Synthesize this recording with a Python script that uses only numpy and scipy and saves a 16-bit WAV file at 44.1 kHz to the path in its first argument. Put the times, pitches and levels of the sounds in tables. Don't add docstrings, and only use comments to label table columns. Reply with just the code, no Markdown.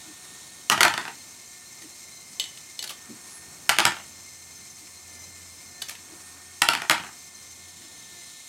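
import sys
import numpy as np
from scipy import signal
from scipy.fft import rfft, irfft, next_fast_len
from scipy.io import wavfile

SR = 44100
rng = np.random.default_rng(int(sys.argv[2]) if len(sys.argv) > 2 else 0)


def waveform_to_disk(signal):
    frames = np.transpose(np.atleast_2d(signal))
    scaled = np.clip(frames, -1, 1) * 32767
    samples = np.round(scaled).astype(np.int16)
    wavfile.write(sys.argv[1], SR, samples)


N = 373968
TIME = np.arange(N) / SR
CYCLE_S = 2.995

# (time in the cycle [s], load [0-1])
MOTOR_LOAD = [(0, .27), (.29, 0.01), (.62, 0.13), (1.2, .58), (1.97, 0.48), (2.11, 0.66), (2.2, 0.97),
              (2.33, .62), (2.75, .68)]
# (order [multiple of shaft rate], relative level [dB])
DRIVE_LINES = [(3, -9.5), (6, -7.5), (12, -11), (15, 0), (21, -11.5), (33, -14), (39, -24)]
SINGING_LINES = [(67, -5), (68, -2.5), (70, -11), (72, -20), (73, -4), (74, -3), (75, -5), (86, -17),
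                 (87, -17), (88, -4.5), (89, -10), (103, -27)]
STRAIN_LINES = [(33, -11.5), (77, -6), (79, 0.5)]
# (order [multiple of mesh rate], relative level [dB])
MESH_LINES = [(3, -11), (4, -1.5), (5, -0.5), (6, 3.5), (7, -1.5), (8, -3), (9, -14)]
# (time [s], level [dB], share of the nearest gears [dB])
WHIRR_LEVELS = [(0, -47, -5), (.5, -48, -5), (1.4, -47, -13), (4.4, -47.5, -32), (7.4, -48, -12),
                (7.9, -49, -3), (8.48, -47.5, -3)]
# (frequency [Hz], relative density [dB])
WHIRR_SPECTRUM = [(300, -41), (1100, -5), (1600, -15), (2200, -1), (3000, -10), (4100, -2), (5050, -4),
                  (5500, .5), (6200, 2.5), (6900, 1.5), (8300, 1), (9400, -5), (10000, -9), (11800, -10.5),
                  (13300, -8), (14300, -15), (16000, -24)]
NEAR_WHIRR_SPECTRUM = [(1500, -30), (2300, -14), (3200, -0.5), (4100, 3.5), (4700, -5), (5600, -35),
                       (7000, 5), (7800, -24), (9000, 1), (12000, -21)]
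# (time [s], extra path [m])
DESK_DETOUR = [(0, 0.22), (.6, .14), (2.6, .16), (3.2, .24), (7, 0.238), (8.48, 0.16)]
# (time [s], hum level [dB], rumble level [dB])
DESK_LEVELS = [(0, -73, -56), (2.4, -80, -57.5), (3.5, -67, -54.5), (4.4, -64.5, -57.5), (4.9, -66, -57.5),
               (5.2, -57, -56), (5.5, -58, -56.5), (5.75, -69, -57), (6.35, -60.5, -58), (7.2, -67, -57.5),
               (7.65, -59.5, -58), (7.9, -71, -57)]
# (frequency [Hz], relative density [dB])
RUMBLE_SPECTRUM = [(20, -14), (45, -9), (80, 0), (120, 0), (200, 0), (310, -2), (450, -7), (900, -7.5),
                   (1600, -11.5), (4000, -22.5)]
# (frequency [Hz], relative density [dB])
RAIL_SPECTRUM = [(80, -52), (200, -4.5), (330, 2.5), (500, -12), (1100, 3), (1600, -0.5), (3000, -11),
                 (6000, -24)]
# (time [s], level [dB])
ARM_BUMPS = [(.039, -55), (1.785, -55), (3.059, -59), (4.774, -62.5), (6.07, -55.5), (7.79, -62.5)]
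# (time [s], relative level [dB], struck part's pitch [Hz], body re crack [dB], rattle T60 [s])
SCOOP_STRIKES = [(.251, -34, 1550, -14, 0.021), (1.817, -29.5, 1823, -14, 0.047),
                 (2.3982, -11, 3780, -2.5, 0.0016), (2.4005, -16, 2960, 3, 0.0085),
                 (2.4187, -39, 2100, -4, 0.022), (2.44, -23, 3700, -1, 0.0055),
                 (2.4575, -31, 2100, -2, .014), (2.5735, -30.5, 2930, -1, 0.021),
                 (2.7913, -17.5, 4070, 0.5, .01), (2.825, -16.5, 4290, -19, 0.031),
                 (2.8395, -17.5, 1650, -20, .032), (2.8745, -22, 4000, -14, 0.029),
                 (2.893, -19, 3270, -24, 0.03), (2.9014, -19.5, 1100, -16, 0.062),
                 (4.871, -37, 2400, -14, 0.013), (5.8185, -15.5, 4140, -7.5, 0.026),
                 (5.8215, -20, 1400, -9, 0.026), (5.8848, -21, 6000, -24, .025),
                 (5.894, -18, 1590, -22, 0.026), (5.904, -24.5, 970, -20, 0.069),
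                 (5.9515, -28.5, 2200, -9, 0.024), (7.82, -36, 1922, -14, .019)]
HOPPER_STRIKES = [(.6987, 0, 2780, -9, .008), (.716, -4, 1300, -3, 0.058), (.777, -13, 1500, -1.5, 0.018),
                  (.8066, 0, 2160, -6, 0.012), (.812, -4.5, 1350, -3, 0.02), (.8305, 1.5, 4700, -12, 0.018),
                  (.8497, -4.5, 800, 3.5, 0.016), (.8798, -9, 3400, -18, 0.015),
                  (.9388, -14, 2920, -9, 0.0083), (.9772, -11, 1705, -5, 0.014),
                  (1.0528, -20, 2220, -3, 0.0056), (1.078, -19, 1860, -10, 0.029),
                  (3.6927, 0.5, 2200, -27, 0.0092), (3.6967, -4.5, 1920, -6, 0.016),
                  (3.7858, -1, 2410, -6.5, 0.0067), (3.794, -7.5, 1250, -6.5, 0.023),
                  (3.802, -6, 4300, -23, 0.01), (3.8525, -0.5, 7400, -5, 0.0098),
                  (3.861, -7, 1200, -7, 0.063), (6.6187, 0.5, 3350, -8, 0.013),
                  (6.6872, 0.5, 1430, -7.5, 0.0091), (6.733, -9.5, 900, -10, 0.031),
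                  (6.7507, -10.5, 2920, -16, 0.006), (6.8188, -15, 1465, -8, 0.0089),
                  (6.8973, -0.5, 1510, -4.5, 0.0075), (6.9085, -2.5, 1300, -7, 0.038)]
# (frequency [Hz], relative density [dB])
SCOOP_CONTACT = [(100, -18), (500, -11.5), (1000, -10.5), (1500, -11), (2300, -5), (3600, -3.5), (5500, -5),
                 (8000, -8), (11000, -7.5), (16000, -19)]
HOPPER_CONTACT = [(40, -22), (130, -8), (300, -10), (420, -8), (570, -19), (680, -2.5), (900, -1.5),
                  (1100, -3), (1300, 1.5), (1800, 1.5), (3000, 1.5), (3900, -4), (4300, -2), (5100, -5.5),
                  (8000, -9), (11000, -11), (16000, -25.5)]
# (frequency [Hz], relative level [dB], T60 [s])
SCOOP_MODES = [(1990, -11, 0.23), (2300, -13, 0.11), (2980, 4, 0.13), (3690, 6, 0.032), (4350, 5, 0.064),
               (5000, -12, .06), (6373, 2.5, 0.062), (7730, 7, 0.05)]
HOPPER_MODES = [(138.5, -22, 0.35), (214.4, -20.5, 0.21), (315.9, -15, 0.1), (344.6, -9.5, 0.11),
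                (620, -5, 0.065), (715, -5, 0.078), (815, -2.5, 0.12), (880, -2.5, 0.11), (920, -7.5, 0.29),
                (974, -3, 0.097), (1166, -9.5, 0.1), (1268, 2.5, 0.078), (1348, 4.5, 0.06),
                (1475, -5, 0.14), (1547, -4.5, 0.12), (1778, -7, 0.25), (1935, -2, 0.11), (2180, -5, 0.061),
                (2620, -21, .06)]
# (frequency [Hz], T60 [s])
ROOM_DECAY = [(120, 0.23), (500, 0.12), (1500, 0.186), (3000, 0.3338), (6000, 0.19), (10000, 0.19),
              (16000, 0.12)]
# (frequency [Hz], relative level [dB])
ROOM_SPECTRUM = [(100, 1.5), (400, 7), (1200, 5), (3000, -4.5), (7000, 0), (15000, -4)]
# (frequency [Hz], relative density [dB])
THUD_SPECTRUM = [(90, -30), (125, 5), (165, -10), (230, 4), (330, -4), (480, -15), (900, -35), (3000, -60)]


def amp(db):
    return 10 ** (np.asarray(db) / 20)


def unit_rms(x):
    return x / np.sqrt(np.mean(x ** 2) + 1e-20)


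def unit_energy(x):
    return x / (np.linalg.norm(x) + 1e-20)


def value_at(points, hz):
    f, value = np.transpose(points)
    return np.interp(np.log(hz + 1), np.log(f), value)


def curves(rows):
    s, *columns = np.transpose(rows)
    return [np.interp(TIME, s, c) for c in columns]


def add(mix, s, sound):
    part = mix[max(round(s * SR), 0):][:len(sound)]
    part += sound[:len(part)]


def fade(t, t60):
    return np.exp(-np.log(1000) * t / np.maximum(t60, 1e-3))


def coloured(x, spectrum):
    size = next_fast_len(len(x))
    gain = amp(value_at(spectrum, np.fft.rfftfreq(size, 1 / SR)))
    return unit_rms(irfft(rfft(x, size) * gain, size)[:len(x)])


def wander(rate_hz, size=8192):
    return np.interp(TIME * rate_hz, np.arange(size), rng.standard_normal(size))


def harmonics(turns, db, lines, flutter_db, flutter_hz, blur):
    out = np.zeros(N)
    for order, line_db in lines:
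        phase = 2 * np.pi * order * (turns + blur * wander(flutter_hz))
        out += amp(line_db + flutter_db * wander(flutter_hz)) * np.cos(phase)
    return np.sqrt(2) * amp(db) * out


def drive_motor(shaft, load):
    low_db = -60.5 + (-6.5 + 4 * wander(7.6)) * load
    low = harmonics(shaft, low_db, DRIVE_LINES, flutter_db=3, flutter_hz=45.7, blur=0.005)
    nearness = 1 + 0.27 * amp(curves(WHIRR_LEVELS)[1])
    singing = harmonics(shaft, -61 - 12 * load, SINGING_LINES, flutter_db=5.5, flutter_hz=11, blur=0.0018)
    strain = harmonics(shaft, -76 + 12 * load, STRAIN_LINES, flutter_db=6, flutter_hz=29, blur=0.0017)
    return nearness * low + singing + strain


def second_motor(load, free_hz=2163, sag_hz=65.8):
    cycles = np.cumsum(free_hz - sag_hz * load) / SR
    return harmonics(cycles, -66 + 8.5 * load, [(1, 0)], flutter_db=4, flutter_hz=110.2, blur=0.15)


def rough_gears(load, free_hz=1069.5, sag_hz=43.35):
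    teeth = np.cumsum((free_hz - sag_hz * load) * (1 + 0.001975 * wander(40))) / SR
    return harmonics(teeth, -64 + 5 * load, MESH_LINES, flutter_db=4.5, flutter_hz=95.2, blur=0.046)


def desk_reflections(x, desk_gain=0.029, clutter_gain=0.09, count=7):
    lag_s = curves(DESK_DETOUR)[0] / 343
    out = x + desk_gain * np.interp(TIME - lag_s, TIME, x)
    for further_s, side in zip(np.geomspace(.001, .012, count), rng.uniform(-0.92, 1, count)):
        out += clutter_gain * np.interp(TIME - further_s - side * lag_s, TIME, x)
    return unit_rms(out)


def gear_whirr(shaft, shaft_depth=0.029, pole_depth=0.13, flicker_db=0.95, ticks_per_s=450):
    db, near_db = curves(WHIRR_LEVELS)
    slide, near_slide = rng.standard_normal((2, N))
    ticks = amp(-7) * unit_rms(rng.standard_normal(N) * (rng.random(N) < ticks_per_s / SR))
    throb = 1 + shaft_depth * np.cos(2 * np.pi * shaft) + pole_depth * np.cos(6 * np.pi * shaft)
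    train = coloured((slide + ticks) * throb, WHIRR_SPECTRUM)
    nearest = amp(near_db) * coloured(near_slide * throb, NEAR_WHIRR_SPECTRUM)
    return amp(db + flicker_db * wander(70)) * desk_reflections(train + nearest)


def machine(free_mesh_hz=1823, sag_hz=53.4, pinion_teeth=15):
    load = np.interp(TIME, *np.transpose(MOTOR_LOAD), period=CYCLE_S) * (1 + 0.099 * wander(9))
    shaft_hz = (free_mesh_hz - sag_hz * load) / pinion_teeth * (1 + 0.00098 * wander(25))
    shaft = np.cumsum(shaft_hz) / SR
    return drive_motor(shaft, load) + second_motor(load) + rough_gears(load) + gear_whirr(shaft)


def desk(hum_hz=88):
    hum_db, rumble_db = curves(DESK_LEVELS)
    hum_gain = np.sqrt(2) * amp(hum_db + 1.096 * wander(19))
    hum = hum_gain * np.sin(2 * np.pi * np.cumsum(hum_hz + 1.4 * wander(12)) / SR)
    return hum + amp(rumble_db + 1.43 * wander(6.2)) * coloured(rng.standard_normal(N), RUMBLE_SPECTRUM)


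def rolling(lead_s=0.13, length_s=0.75, db=-59, lump_db=3):
    along = (TIME + lead_s) % CYCLE_S / length_s
    arch = np.sqrt(np.maximum(1 - (2 * along - 1) ** 2, 0))
    return arch * amp(db + lump_db * wander(35)) * coloured(rng.standard_normal(N), RAIL_SPECTRUM)


def arm_bumps(boom_hz=317.8, length_s=.12, waver=0.095, blur_hz=260):
    out, t = np.zeros(N), np.arange(int(length_s * SR)) / SR
    swell = np.sin(np.pi * t / length_s) ** 2
    for s, db in ARM_BUMPS:
        hz = boom_hz * (1 + waver * wander(blur_hz)[:len(t)])
        boom = np.sin(2 * np.pi * np.cumsum(hz) / SR)
        judder = 1 + .5 * wander(blur_hz)[:len(t)]
        add(out, s, amp(db) * unit_rms(judder * boom * swell))
    return out


def room_response(early_db=-2, early_t60=0.029, onset_s=0.0089, size=24576):
    hz, t, noise = signal.stft(rng.standard_normal(size), SR, nperseg=256)
    decay = fade(t, value_at(ROOM_DECAY, hz)[:, None]) + amp(early_db) * fade(t, early_t60)
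    colour = amp(value_at(ROOM_SPECTRUM, hz))[:, None]
    tail = signal.istft(noise * colour * decay, SR, nperseg=256)[1][:size]
    onset = 1 - np.exp(-(np.arange(size) / SR / onset_s) ** 2)
    return unit_energy(tail * onset)


def impacts(strikes, contact, modes, tilt_db, tilt_per_db, part_db, part_octaves,
            rattle_db, spread_s, detune, room_db, size=8192):
    out, t, hz = np.zeros(N), np.arange(size) / SR, np.fft.rfftfreq(size, 1 / SR)
    mode_hz, mode_db, mode_t60 = np.transpose(modes)[:, :, None]
    decays = amp(mode_db) * fade(t, mode_t60)
    octaves = np.log2(np.maximum(hz, 800) / 3000)
    taper = np.clip(2 - 4 * t / t[-1], 0, 1)
    chirp = np.exp(-4j * np.pi * spread_s * np.sqrt(hz * 3000))
    for s, db, part_hz, body_db, rattle_t60 in strikes:
        brightness_db = (tilt_db + tilt_per_db * db) * octaves
        swell = fade(t, rattle_t60) - fade(t, rattle_t60 / 4)
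        rattle = amp(rattle_db) * rattle_t60 / 0.0092 * unit_energy(rng.standard_normal(size) * swell)
        resonance_db = part_db / (1 + (np.log2((hz + 1) / part_hz) / part_octaves) ** 2)
        colour = amp(value_at(contact, hz) + brightness_db + resonance_db)
        crack = taper * unit_energy(irfft((1 + rfft(rattle)) * chirp * colour))
        shift, polarity = rng.standard_normal((2, len(modes), 1))
        rings = np.sign(polarity) * decays * np.cos(2 * np.pi * mode_hz * (1 + detune * shift) * t)
        blow = amp(db) * (crack + amp(body_db) * unit_energy(rings.sum(0)))
        add(out, s, blow)
        add(out, s, amp(room_db) * signal.fftconvolve(blow, room_response()))
    return out


def scoop_clicks():
    return impacts(SCOOP_STRIKES, SCOOP_CONTACT, SCOOP_MODES, tilt_db=2.5, tilt_per_db=0.11, part_db=12,
                   part_octaves=0.25, rattle_db=4, spread_s=0.000301, detune=0.012, room_db=-8)


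def with_hops(strikes, hard_db=-5, hop_s=.075, restitution=.7, first_db=-20, step_db=-5, count=3):
    hops, chances = [], rng.uniform(-1, 1, (len(strikes), count, 2))
    for (s, db, hz, body_db, rattle_t60), chance in zip(strikes, chances):
        if db > hard_db:
            for k, (late, higher) in enumerate(chance):
                s += hop_s * restitution ** k * (1 + late / 2)
                hops.append((s, db + first_db + k * step_db, hz * 2 ** (higher / 2), body_db, rattle_t60))
    return list(strikes) + hops


def hopper_clacks():
    strikes = with_hops(HOPPER_STRIKES)
    return impacts(strikes, HOPPER_CONTACT, HOPPER_MODES, tilt_db=0.8, tilt_per_db=0.2, part_db=4,
                   part_octaves=0.22, rattle_db=3.5, spread_s=0.0007034, detune=.01, room_db=-7)


def frame_thud(at_s=3.085, db=-37.5, rise_s=0.026, t60=0.3):
    t = np.maximum(TIME - at_s, 0)
    envelope = np.minimum(t / rise_s, 1) * fade(t, t60)
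    return amp(db) * envelope * coloured(rng.standard_normal(N), THUD_SPECTRUM)


def scene():
    running = machine() + desk() + rolling() + arm_bumps()
    return (running + amp(11) * scoop_clicks() + amp(12) * hopper_clacks() + frame_thud())[None]


def record(dry, low_cut_hz=60, high_cut_hz=16100):
    rounded = dry / (1 + dry ** 4) ** (1 / 4)
    thin = signal.sosfilt(signal.butter(2, low_cut_hz, "highpass", fs=SR, output="sos"), rounded)
    lowpass = signal.firwin(255, high_cut_hz, window=("kaiser", 9), fs=SR)
    return signal.oaconvolve(thin, lowpass[None], "same")


dry = scene()
out = record(dry)
waveform_to_disk(out)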